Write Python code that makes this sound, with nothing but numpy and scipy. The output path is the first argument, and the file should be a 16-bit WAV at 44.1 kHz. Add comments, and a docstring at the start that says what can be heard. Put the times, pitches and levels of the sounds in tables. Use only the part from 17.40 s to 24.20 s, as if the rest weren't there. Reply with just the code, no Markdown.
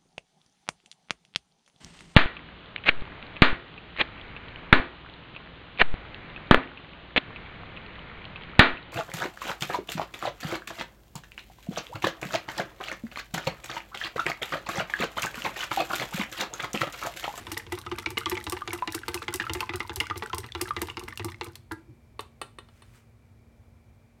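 """A small kitchen: wooden chopsticks beat thin batter in a hand-held steel bowl, heard from close by.
In each turn the tips knock the damped bowl on entering, plunging and lifting out: noise cracks, ringing modes, low booms.
Folded-in air plops as gliding tones; the wet film snaps and crackles in short noise clicks over a swish of filtered noise.
The beating stops, a few light wooden taps follow, and an appliance hums on over rumble, hiss and one faint brushing."""
import sys
import numpy as np
from scipy import signal
from scipy.fft import rfft, irfft, next_fast_len
from scipy.io import wavfile
from scipy.ndimage import map_coordinates

SR = 44100
rng = np.random.default_rng(int(sys.argv[2]) if len(sys.argv) > 2 else 0)


def wav_out(sig):
    """Save sig, one row per channel (or a flat mono array), as 16-bit PCM at SR to the path in sys.argv[1]."""
    wavfile.write(sys.argv[1], SR, np.round(np.clip(np.atleast_2d(sig).T, -1, 1) * 32767).astype(np.int16))


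N = 299868  # length of the scene in samples
T = np.arange(SR // 3) / SR  # the life of one sound [s]

# turns of the chopsticks; in each they enter against the wall, plunge to the bottom and lift out along the far side:
# (time [s], entry level [dB], plunge delay [s], plunge level [dB], lift delay [s], lift level [dB],
#  counter thud level [dB]); the levels are relative
TURNS = [(0.068, -37.5, .048, -34.5, 0.1, -36.5, -45.5), (0.266, -46, 0.055, -29.5, 0.11, -40, -40),
         (0.464, -37.5, 0.051, -30, 0.12, -34, -43.5), (0.661, -30.5, 0.044, -40.5, 0.11, -28, -46),
         (0.859, -29.5, 0.057, -26.5, 0.11, -32.5, -43), (1.067, -32, .055, -29.5, 0.1, -37, -42.5),
         (1.276, -30, .054, -29.5, 0.11, -43, -47), (1.475, -29, 0.07, -32, 0.14, -48, -48),
         (1.681, -29.5, 0.062, -30.5, 0.14, -37.5, -45.5), (1.881, -28, 0.061, -33, 0.12, -28, -41),
         (2.096, -29.5, .054, -30.5, 0.11, -31, -39), (2.293, -31, .043, -29.5, 0.11, -30.5, -41.5),
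         (2.495, -33, 0.07, -40, 0.11, -29, -41), (2.700, -33.5, 0.058, -37, .123, -28, -43),
         (2.931, -32.5, 0.049, -40, .110, -39.5, -42), (3.150, -31, 0.061, -29.5, 0.13, -39.5, -40),
         (3.365, -29.5, .051, -29.5, 0.12, -37, -44), (3.57, -32.5, 0.055, -41, 0.11, -35.5, -49),
         (3.796, -33.5, .049, -31.5, 0.088, -43, -37.5), (4.011, -31.5, 0.054, -40.5, 0.15, -57, -48)]


def amp(db):
    """Turn decibels into a gain."""
    return 10 ** (np.asarray(db) / 20)


def unit(x):
    """Scale a sound to rms 1."""
    return x / np.sqrt(np.mean(x ** 2) + 1e-20)


def onset_unit(x):
    """Scale a hit so that its first 20 ms have rms 1."""
    return x / np.sqrt(np.mean(x[:SR // 50] ** 2) + 1e-20)


def along(points, hz):
    """Read a curve of (frequency [Hz], value) points on a log frequency axis."""
    f, v = np.transpose(points)
    return np.interp(np.log(hz + 1), np.log(f + 1), v)


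def fade(t60):
    """Die away exponentially, by 60 dB in t60 seconds."""
    return amp(-60 * T / t60)


def coloured(x, spectrum):
    """Filter a sound to a given spectrum, with no sound ahead of its cause (minimum phase)."""
    m = 2 * next_fast_len(len(x) // 2 + 2048)
    gain = amp(along(spectrum, np.fft.rfftfreq(m, 1 / SR)))
    cepstrum = irfft(np.log(gain))
    # folding the cepstrum onto positive times makes the filter causal
    cepstrum[1:m // 2] *= 2
    cepstrum[m // 2 + 1:] = 0
    response = np.exp(rfft(cepstrum))
    return irfft(rfft(x, m) * response)[:len(x)]


def wobble(rate, size):
    """Draw a smooth random curve with rate knots a second."""
    knots = rng.standard_normal(int(size * rate / SR) + 4)
    return map_coordinates(knots, [np.arange(size) * rate / SR])


def add(track, s, sound):
    """Mix a sound into the track at time s."""
    part = track[max(round(s * SR), 0):][:len(sound)]
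    part += sound[:len(part)]


def burst(spectrum, t60, tail_db, tail_t60):
    """A crack of noise followed by its weaker, longer scatter from nearby surfaces."""
    envelope = fade(t60) + amp(tail_db) * fade(tail_t60)
    return coloured(rng.standard_normal(len(T)) * envelope, spectrum)


def ring(modes, spread_db, detune):
    """Modes (decaying sines) struck at a new spot and under a new load each time."""
    hz, db, t60 = np.transpose(modes)[:, :, None]
    size, shift, phase = rng.standard_normal((3, len(modes), 1))
    waves = np.sin(2 * np.pi * (hz * (1 + detune * shift) * T + phase))
    levels = amp(db + spread_db * size)
    soft_start = 1 - fade(0.0036)
    return onset_unit(np.sum(levels * fade(t60) * waves, axis=0) * soft_start)


def boom(hz, rise, t60, waver):
    """A low resonance under a shifting load: it swells for a few cycles, then dies; envelope peak 1."""
    swell = (1 - np.exp(-(T / rise) ** 2)) * fade(t60)
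    pitch = hz * (1 + waver * wobble(70, len(T)))
    return swell / swell.max() * np.sin(2 * np.pi * np.cumsum(pitch) / SR)


def bubble(hz, life, glide, waver):
    """An air pocket rings with an unsteady, rising pitch; its damping grows as it collapses."""
    age = T / life
    pitch = hz * (1 + glide * (np.minimum(age, 1) - .15) + waver * wobble(520, len(T)))
    dying = amp(-28 * age - 66 * age ** 2)  # 94 dB down at the end of its life
    return np.sin(2 * np.pi * np.cumsum(pitch) / SR) * dying * (1 - fade(0.004))


def tilted(rows, slope):
    """Harder contacts are brighter: tilt the level column around 1.5 kHz, in dB per octave."""
    return [(hz, db + slope * np.log2(hz / 1500), *rest) for hz, db, *rest in rows]


def knocks():
    """Every contact finds the bowl seated a little differently and under a new load of batter."""
    bottom_hz, load_spread = 346, 0.032  # pitch of the bottom, and its relative scatter as the batter shifts
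    thud_spread_db = 1.5  # the bowl sits more or less firmly
    out = np.zeros(N)
    for s, db, bottom_db, thud_db, hardness in contacts():
        seat, load = rng.standard_normal(2)
        loaded_hz = bottom_hz * (1 + load_spread * load)
        out += knock(s, db, bottom_db, thud_db + thud_spread_db * seat, hardness, loaded_hz)
    return out


def contacts():
    """List three contacts a turn: (time [s], wall, bottom and thud levels [dB], hardness [dB per octave])."""
    # the plunges soften as the hand slackens: (time [s], hardness [dB per octave])
    plunge_hardness = [(0, 1.5), (3.35, 0), (3.62, -8.5), (4.1, -4)]
    # how much each contact also stirs the other part of the bowl
    entry_flex_db, plunge_wall_db, lift_flex_db = -5.5, -1.5, -12.5
    lift_thud_db = -12  # the lifting tips hardly press the bowl down
    rows = []
    for s, entry_db, plunge_s, plunge_db, lift_s, lift_db, thud_db in TURNS:
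        hardness = np.interp(s + plunge_s, *np.transpose(plunge_hardness))
        rows += [(s, entry_db, entry_db + entry_flex_db, min(thud_db, entry_db), 0),
                 (s + plunge_s, plunge_db + plunge_wall_db, plunge_db, thud_db, hardness),
                 (s + lift_s, lift_db, lift_db + lift_flex_db, thud_db + lift_thud_db, 0)]
    return rows


def knock(s, db, bottom_db, thud_db, hardness, bottom_hz):
    """A contact rings the wall, flexes the loaded bottom and thuds into the counter."""
    # spectrum of wood meeting steel: (frequency [Hz], relative level [dB])
    contact_spectrum = [(60, -31.5), (200, 1.5), (400, -5), (600, -11.5), (900, 7), (1500, -1.5), (2100, 1),
                        (3000, -3.5), (4500, -10.5), (7000, -23), (16000, -43.5)]
    # steel wall, damped by batter and hand: (frequency [Hz], relative level [dB], time to fall 60 dB [s])
    wall_modes = [(453.3, -2, 0.13), (866, -3.5, 0.21), (999, -4, 0.11), (1188, 3, 0.081),
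                  (1364, -4.5, 0.1), (1516, -15, 0.29), (1810, -21.5, 0.11), (2031, 2.5, 0.072),
                  (2260, -11.5, .11), (2809, 3.5, 0.049), (3520, -10.5, .09), (3810, -14, .09)]
    # spectrum of the bottom under its load of batter: (frequency [Hz], relative level [dB])
    loaded_spectrum = [(100, -42.5), (220, -6), (300, 0.5), (370, 3.5), (470, -8), (600, -18), (750, -1),
                       (1100, -40), (2500, -66)]
    out = np.zeros(N)
    colour = tilted(contact_spectrum, hardness)
    crack = onset_unit(burst(colour, t60=0.031, tail_db=-32.5, tail_t60=0.2))
    wall = ring(tilted(wall_modes, hardness), spread_db=4.0, detune=0.0151)
    add(out, s, amp(db) * (amp(-7.0) * crack + amp(-7.0) * wall))
    # the second chopstick lands a moment after the first
    second = onset_unit(burst(colour, t60=0.012, tail_db=-20, tail_t60=0.13))
    add(out, s + .003 + 0.0072 * rng.random(), amp(db - 12.0) * second)
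    flex = boom(bottom_hz, rise=.012, t60=.08, waver=.04)
    add(out, s, amp(bottom_db + 2.0) * flex)
    slap = onset_unit(burst(loaded_spectrum, t60=.08, tail_db=-17, tail_t60=0.19))
    add(out, s + 0.0038, amp(bottom_db - 13.5) * slap)
    thud = boom(hz=92, rise=.014, t60=.15, waver=.11)
    add(out, s, amp(thud_db + 6.0) * thud)
    return out


def plops():
    """Loud air pockets open; each turn also brings a splash at the entry and, but for the last, a weak wake."""
    # the loudest air pockets opening in the batter: (time [s], relative level [dB], pitch [Hz])
    pockets = [(0.1725, -20, 1985), (0.4667, -26, 1260), (0.6603, -13.5, 2280), (0.7769, -14.5, 2810),
               (0.7776, -15.5, 2100), (0.8116, -29.5, 1220), (0.8582, -14.5, 3390), (0.864, -23, 1186),
               (0.952, -26.5, 2280), (0.9752, -20.5, 2150), (1.2194, -23, 1200), (1.3064, -23.5, 2230),
               (1.423, -17, 992), (1.634, -30, 1590), (1.7756, -24.5, 2600), (1.8189, -27.5, 1313),
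               (1.9988, -16.5, 1824), (2.018, -24.5, 1620), (2.039, -29, 1320), (2.0669, -23.5, 1340),
               (2.2053, -15, 2690), (2.2281, -22, 1000), (2.4044, -18.5, 2080), (2.6018, -10.5, 2854),
               (2.6058, -15, 2105), (2.6993, -23, 1970), (2.7092, -19.5, 1223), (2.9001, -30, 1314),
               (2.9317, -21.5, 1020), (3.121, -24, 3400), (3.3073, -17, 1199), (3.4994, -23, 2800),
               (3.7248, -30.5, 1830), (3.7742, -24, 2900)]
    splash_db, splash_hz = 7.5, 3453  # small pockets that the entering tips drive under; against the entry level
    # weak pockets behind the tips: start after the entry, span, top level
    wake_s, wake_length_s, wake_db = .095, .065, -28.5
    out = np.zeros(N)
    for s, db, hz in pockets:
        add(out, s, amp(db - 1.0) * plop(hz, length=1))
    for s, entry_db, *_ in TURNS:
        hz = splash_hz * np.exp(0.21 * rng.standard_normal())
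        add(out, s, amp(entry_db + splash_db) * plop(hz, length=0.82))
    for s, *_ in TURNS[:-1]:
        for delay, pitch, size in rng.random((2, 3)):
            weak = plop(1100 * 2.5 ** pitch, length=.7)
            add(out, s + wake_s + wake_length_s * delay, amp(wake_db - 10 * size) * weak)
    return out


def plop(hz, length):
    """A pocket of air, opened by a little muffled tear; the larger it is, the lower and longer it rings."""
    life_s, damping = 0.055, 1.3  # life of a 1 kHz pocket; smaller pockets die faster by this power of pitch
    around = [(hz / 4, -22), (hz / 2.0, -5), (hz * 1.2, 0), (hz * 3, -10), (hz * 6, -30)]
    tear = onset_unit(burst(around, t60=0.0072, tail_db=-10.0, tail_t60=0.027))
    # the batter absorbs the tear's treble above 6 kHz
    tear = signal.sosfilt(signal.butter(2, 6000, fs=SR, output="sos"), tear)
    life = length * life_s * (1000 / hz) ** damping
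    return bubble(hz, life, glide=0.046, waver=0.029) + amp(-22.5) * tear


def snaps():
    """The film snaps loudly once or more in most turns, and faintly behind the tips."""
    # the sharpest snaps of the wet film: (time [s], relative level [dB])
    sharpest = [(0.118, -21.5), (0.1772, -22), (0.3237, -27), (0.388, -30.5), (0.5865, -28.5),
                (0.7043, -29), (0.7836, -23), (0.8976, -19), (1.041, -29.5), (1.0976, -20.5),
                (1.1226, -21.5), (1.3325, -21), (1.5232, -25.5), (1.5482, -18), (1.6838, -24.5),
                (1.7438, -18.5), (1.94, -16.5), (1.9583, -22.5), (2.1348, -18.5), (2.2057, -26),
                (2.3584, -25.5), (2.5596, -20.5), (2.6024, -22.5), (2.7776, -27), (2.9464, -26.5),
                (2.9823, -20.5), (3.2139, -14.5), (3.4179, -19), (3.5947, -31), (3.7746, -30),
                (3.8461, -23), (4.044, -31.5), (4.155, -32.5)]
    out = np.zeros(N)
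    for s, db in sharpest:
        add(out, s, snap(db + 2.5))
    for s, *_ in TURNS[:-1]:
        for delay, size in rng.random((2, 2)):
            add(out, s + .06 + 0.096 * delay, snap(-32 - 12 * size))
    return out


def snap(db):
    """A very short bright click that scatters around inside the bowl; the sharper it is, the thinner."""
    # spectra of the bright click and of its body: (frequency [Hz], relative level [dB])
    bright_spectrum = [(1500, -14), (4000, 4), (5600, 8.5), (7000, 4.5), (8200, 7), (9600, 7.5), (10800, 3),
                       (11700, 7), (13000, 3.5), (15500, -2.5), (17000, -27.5)]
    body_spectrum = [(300, -32.5), (900, 0), (2500, -5.5), (4000, 6), (5500, -9.5), (8000, -29),
                     (16000, -43.5)]
    top = onset_unit(burst(bright_spectrum, t60=0.0078, tail_db=-11, tail_t60=0.069))
    body = onset_unit(burst(body_spectrum, t60=0.0073, tail_db=-12.5, tail_t60=0.032))
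    # the body loses 0.81 dB against the top for each dB of snap level, with some scatter
    body_db = -10.5 - 0.81 * (db + 21) + 3 * rng.standard_normal()
    return amp(db - 19.5) * (top + amp(body_db) * body)


def crackle():
    """After each stroke the torn film closes in tiny clicks and small bubbles."""
    out = np.zeros(N)
    for s, db, *_ in contacts():
        for delay, pitch, size in rng.random((4, 3)):
            hz = 1500 * 6 ** pitch
            colour = [(hz / 4, -30), (hz / 2, -8), (hz, 0), (hz * 1.5, -9), (hz * 3, -22)]
            click = onset_unit(burst(colour, t60=0.0036, tail_db=-22, tail_t60=0.043))
            add(out, s + .012 + 0.066 * delay, amp(db - 24.0 - 10 * size) * click)
        for delay, pitch, size in rng.random((3, 3)):
            hz = 950 * 3.2 ** pitch
            small = bubble(hz, 28 / hz, glide=.16, waver=.05)  # lives about 28 cycles
            add(out, s + .008 + .055 * delay, amp(db + 1 - 11 * size) * small)
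    return out


def batter():
    """The batter swishes in uneven folds and churns, then comes to rest."""
    # stirring: (time [s], relative wet swish level [dB], relative low churning level [dB])
    stirring = [(0.0, -41.5, -52.5), (1.1, -47, -52), (1.48, -45.5, -53.5), (2.03, -47, -51),
                (3.01, -53, -53), (3.39, -46, -49.5), (4.31, -63, -57.5), (4.7, -60, -64)]
    # spectra of the swish and of the churning: (frequency [Hz], relative level [dB])
    squelch_spectrum = [(150, -5), (340, 4.5), (600, -5.5), (1000, -4), (2200, -4.5), (4000, -12),
                        (7000, -17.5), (14000, -21), (17000, -43.5)]
    churn_spectrum = [(25, -29), (50, -2.5), (90, -8), (125, 0.5), (170, -24), (300, -30), (900, -50.5)]
    s, swish_db, churn_db = np.transpose(stirring)
    now = np.arange(N) / SR
    moving = np.interp(now, [4.15, 4.7], [1, 0])
    # fine grain, and lumps as the swish comes in uneven folds
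    unevenness_db = 3.5 * wobble(400, N) + 4 * wobble(28, N)
    wet = unit(coloured(rng.standard_normal(N) * amp(unevenness_db), squelch_spectrum))
    swish = amp(np.interp(now, s, swish_db) - 10) * wet
    low = unit(coloured(rng.standard_normal(N), churn_spectrum))
    churn = amp(np.interp(now, s, churn_db) - 3.5) * low
    return moving * (swish + churn)


def settle():
    """A last soft knock; as the tips lift, the middle wall modes ring on; then the bowl rocks softly once."""
    out = knock(4.312, db=-35.5, bottom_db=-32, thud_db=-46, hardness=-1.93, bottom_hz=332)
    add(out, 4.3196, snap(db=-30))
    # (frequency [Hz], relative level [dB], time to fall 60 dB [s])
    free_modes = [(1362, 0, .11), (1540, 6, .04), (1630, -1, .11), (1745, -5, .1), (1954, -7, .09)]
    free_wall = ring(free_modes, spread_db=1, detune=.003)
    add(out, 4.314, amp(-38.5) * free_wall)
    rock = amp(-48.5) * boom(hz=338, rise=0.019, t60=0.13, waver=0.063)
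    rock += amp(-45.5) * boom(hz=117.5, rise=0.045, t60=0.16, waver=0.13)
    add(out, 4.475, rock)
    return out


def taps():
    """Dry wood cracks and rings, tapped lightly after the beating; the first tap skids on with a tiny snap."""
    # light wooden taps: (time [s], relative level [dB], extra click above 6 kHz [dB])
    light_taps = [(4.793, -38, -5.5), (5.0151, -37, 3), (5.186, -45, -3), (5.287, -61.5, -9),
                  (5.421, -57, -1.5)]
    # spectrum of the tap's crack: (frequency [Hz], relative level [dB])
    crack_spectrum = [(150, -40), (280, -9), (400, -3), (700, -4), (1150, -2.5), (2000, -9.5),
                      (3000, -11.5), (4000, -9.5), (5500, -26), (6800, -27.5), (9200, -15), (11000, -31),
                      (16000, -34.5)]
    # the tapped wood: (frequency [Hz], relative level [dB], time to fall 60 dB [s])
    wood_modes = [(338, -7, 0.08), (413, -4.5, 0.092), (502, -18, 0.084), (877, -4, 0.062),
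                  (1138, 8, 0.033), (1367, -10, 0.17), (1866, -5, 0.073), (2610, -15, 0.1),
                  (2620, 1, 0.028), (2960, -3, 0.076), (3644, -2.5, 0.057), (4200, -7.5, 0.076),
                  (8260, -6, 0.051), (8500, -19, 0.038), (9550, 0, 0.032)]

    def sharpened(rows, click_db):
        """Raise or lower the treble points of a table."""
        return [(hz, level + click_db * (hz > 6000), *rest) for hz, level, *rest in rows]

    out = np.zeros(N)
    for s, db, click_db in light_taps:
        colour = sharpened(crack_spectrum, click_db)
        crack = onset_unit(burst(colour, t60=0.018, tail_db=-14.0, tail_t60=0.19))
        wood = ring(sharpened(wood_modes, click_db), spread_db=1.5, detune=.004)
        add(out, s, amp(db) * (amp(-2) * crack + wood))
    add(out, 4.8074, snap(db=-32))
    return out


def kitchen(x):
    """Short room tail of fading noise, drawn anew each quarter second as the hands and bowl move."""
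    # how long the room rings: (frequency [Hz], time to fall 60 dB [s])
    room_decay = [(100, 1), (400, 0.32), (2000, 0.31), (8000, 0.32), (16000, 0.087)]
    out = np.zeros(N)
    hop = SR // 4
    for start in range(0, N, hop):
        hz, t, z = signal.stft(rng.standard_normal(len(T)), SR, nperseg=256)
        decay = amp(-60 * t / along(room_decay, hz)[:, None])
        tail = signal.istft(z * decay, SR, nperseg=256)[1]
        tail = tail[:len(T)] * (1 - fade(0.017))
        echo = signal.fftconvolve(x[start:start + hop], tail / np.linalg.norm(tail))
        add(out, start / SR, echo)
    return out


def background():
    """Filtered noise makes room rumble, hiss and one faint brushing; unsteady sines make an appliance hum."""
    # spectra of the rumble, the hiss and the brushing: (frequency [Hz], relative level [dB])
    quiet_spectrum = [(20, -31), (33, -21.5), (50, -3.5), (75, -5.5), (110, -2.5), (160, -17.5), (240, -19),
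                      (330, -22.5), (600, -25), (1200, -37.5), (3000, -55.5)]
    hiss_spectrum = [(300, -6), (900, 5), (1800, 1), (2350, 5.5), (2700, -3.5), (4000, -5.5), (9000, -11),
                     (14500, -15), (16000, -18.5)]
    brush_spectrum = [(500, -11.5), (1200, 11.5), (2200, 10.5), (4000, 2), (8500, 1), (11000, -3),
                      (16000, -7.5)]
    # appliance lines: (frequency [Hz], rms level [dB])
    hum_lines = [(97, -67), (231.5, -66.5), (2353, -82)]
    now = np.arange(N) / SR
    rumble = unit(coloured(rng.standard_normal(N), quiet_spectrum))
    air = amp(-56.5 + 0.88 * wobble(8.7, N)) * rumble
    hiss = amp(-72) * unit(coloured(rng.standard_normal(N), hiss_spectrum))
    hum = np.zeros(N)
    for hz, db in hum_lines:
        phase = 2 * np.pi * hz * now + 1.3 * wobble(6.7, N)
        hum += amp(db) * np.sqrt(2) * np.sin(phase)
    brush_db = np.interp(now, [5.1, 5.35, 5.52, 5.56, 5.63, 5.8], [-100, -68.5, -68.5, -59.5, -74, -100])
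    bristle = unit(coloured(rng.standard_normal(N), brush_spectrum))
    brush = amp(brush_db + 1.4 * wobble(500, N)) * bristle
    return air + hiss + hum + brush


def scene():
    """The bowl close by, the kitchen around it."""
    near = knocks() + plops() + snaps() + crackle() + batter() + settle() + taps()
    return (near + amp(-16.0) * kitchen(near) + background())[None]


def record(dry):
    """Thin the deepest bass below 42 Hz and keep nothing from the band limit up."""
    top_hz = 16600
    m = next_fast_len(N + SR // 2)
    thin = signal.sosfilt(signal.butter(3, 42, "highpass", fs=SR, output="sos"), dry)
    in_band = np.fft.rfftfreq(m, 1 / SR) < top_hz
    return irfft(rfft(thin, m) * in_band, m)[:, :N]


dry = scene()
out = record(dry)
wav_out(out)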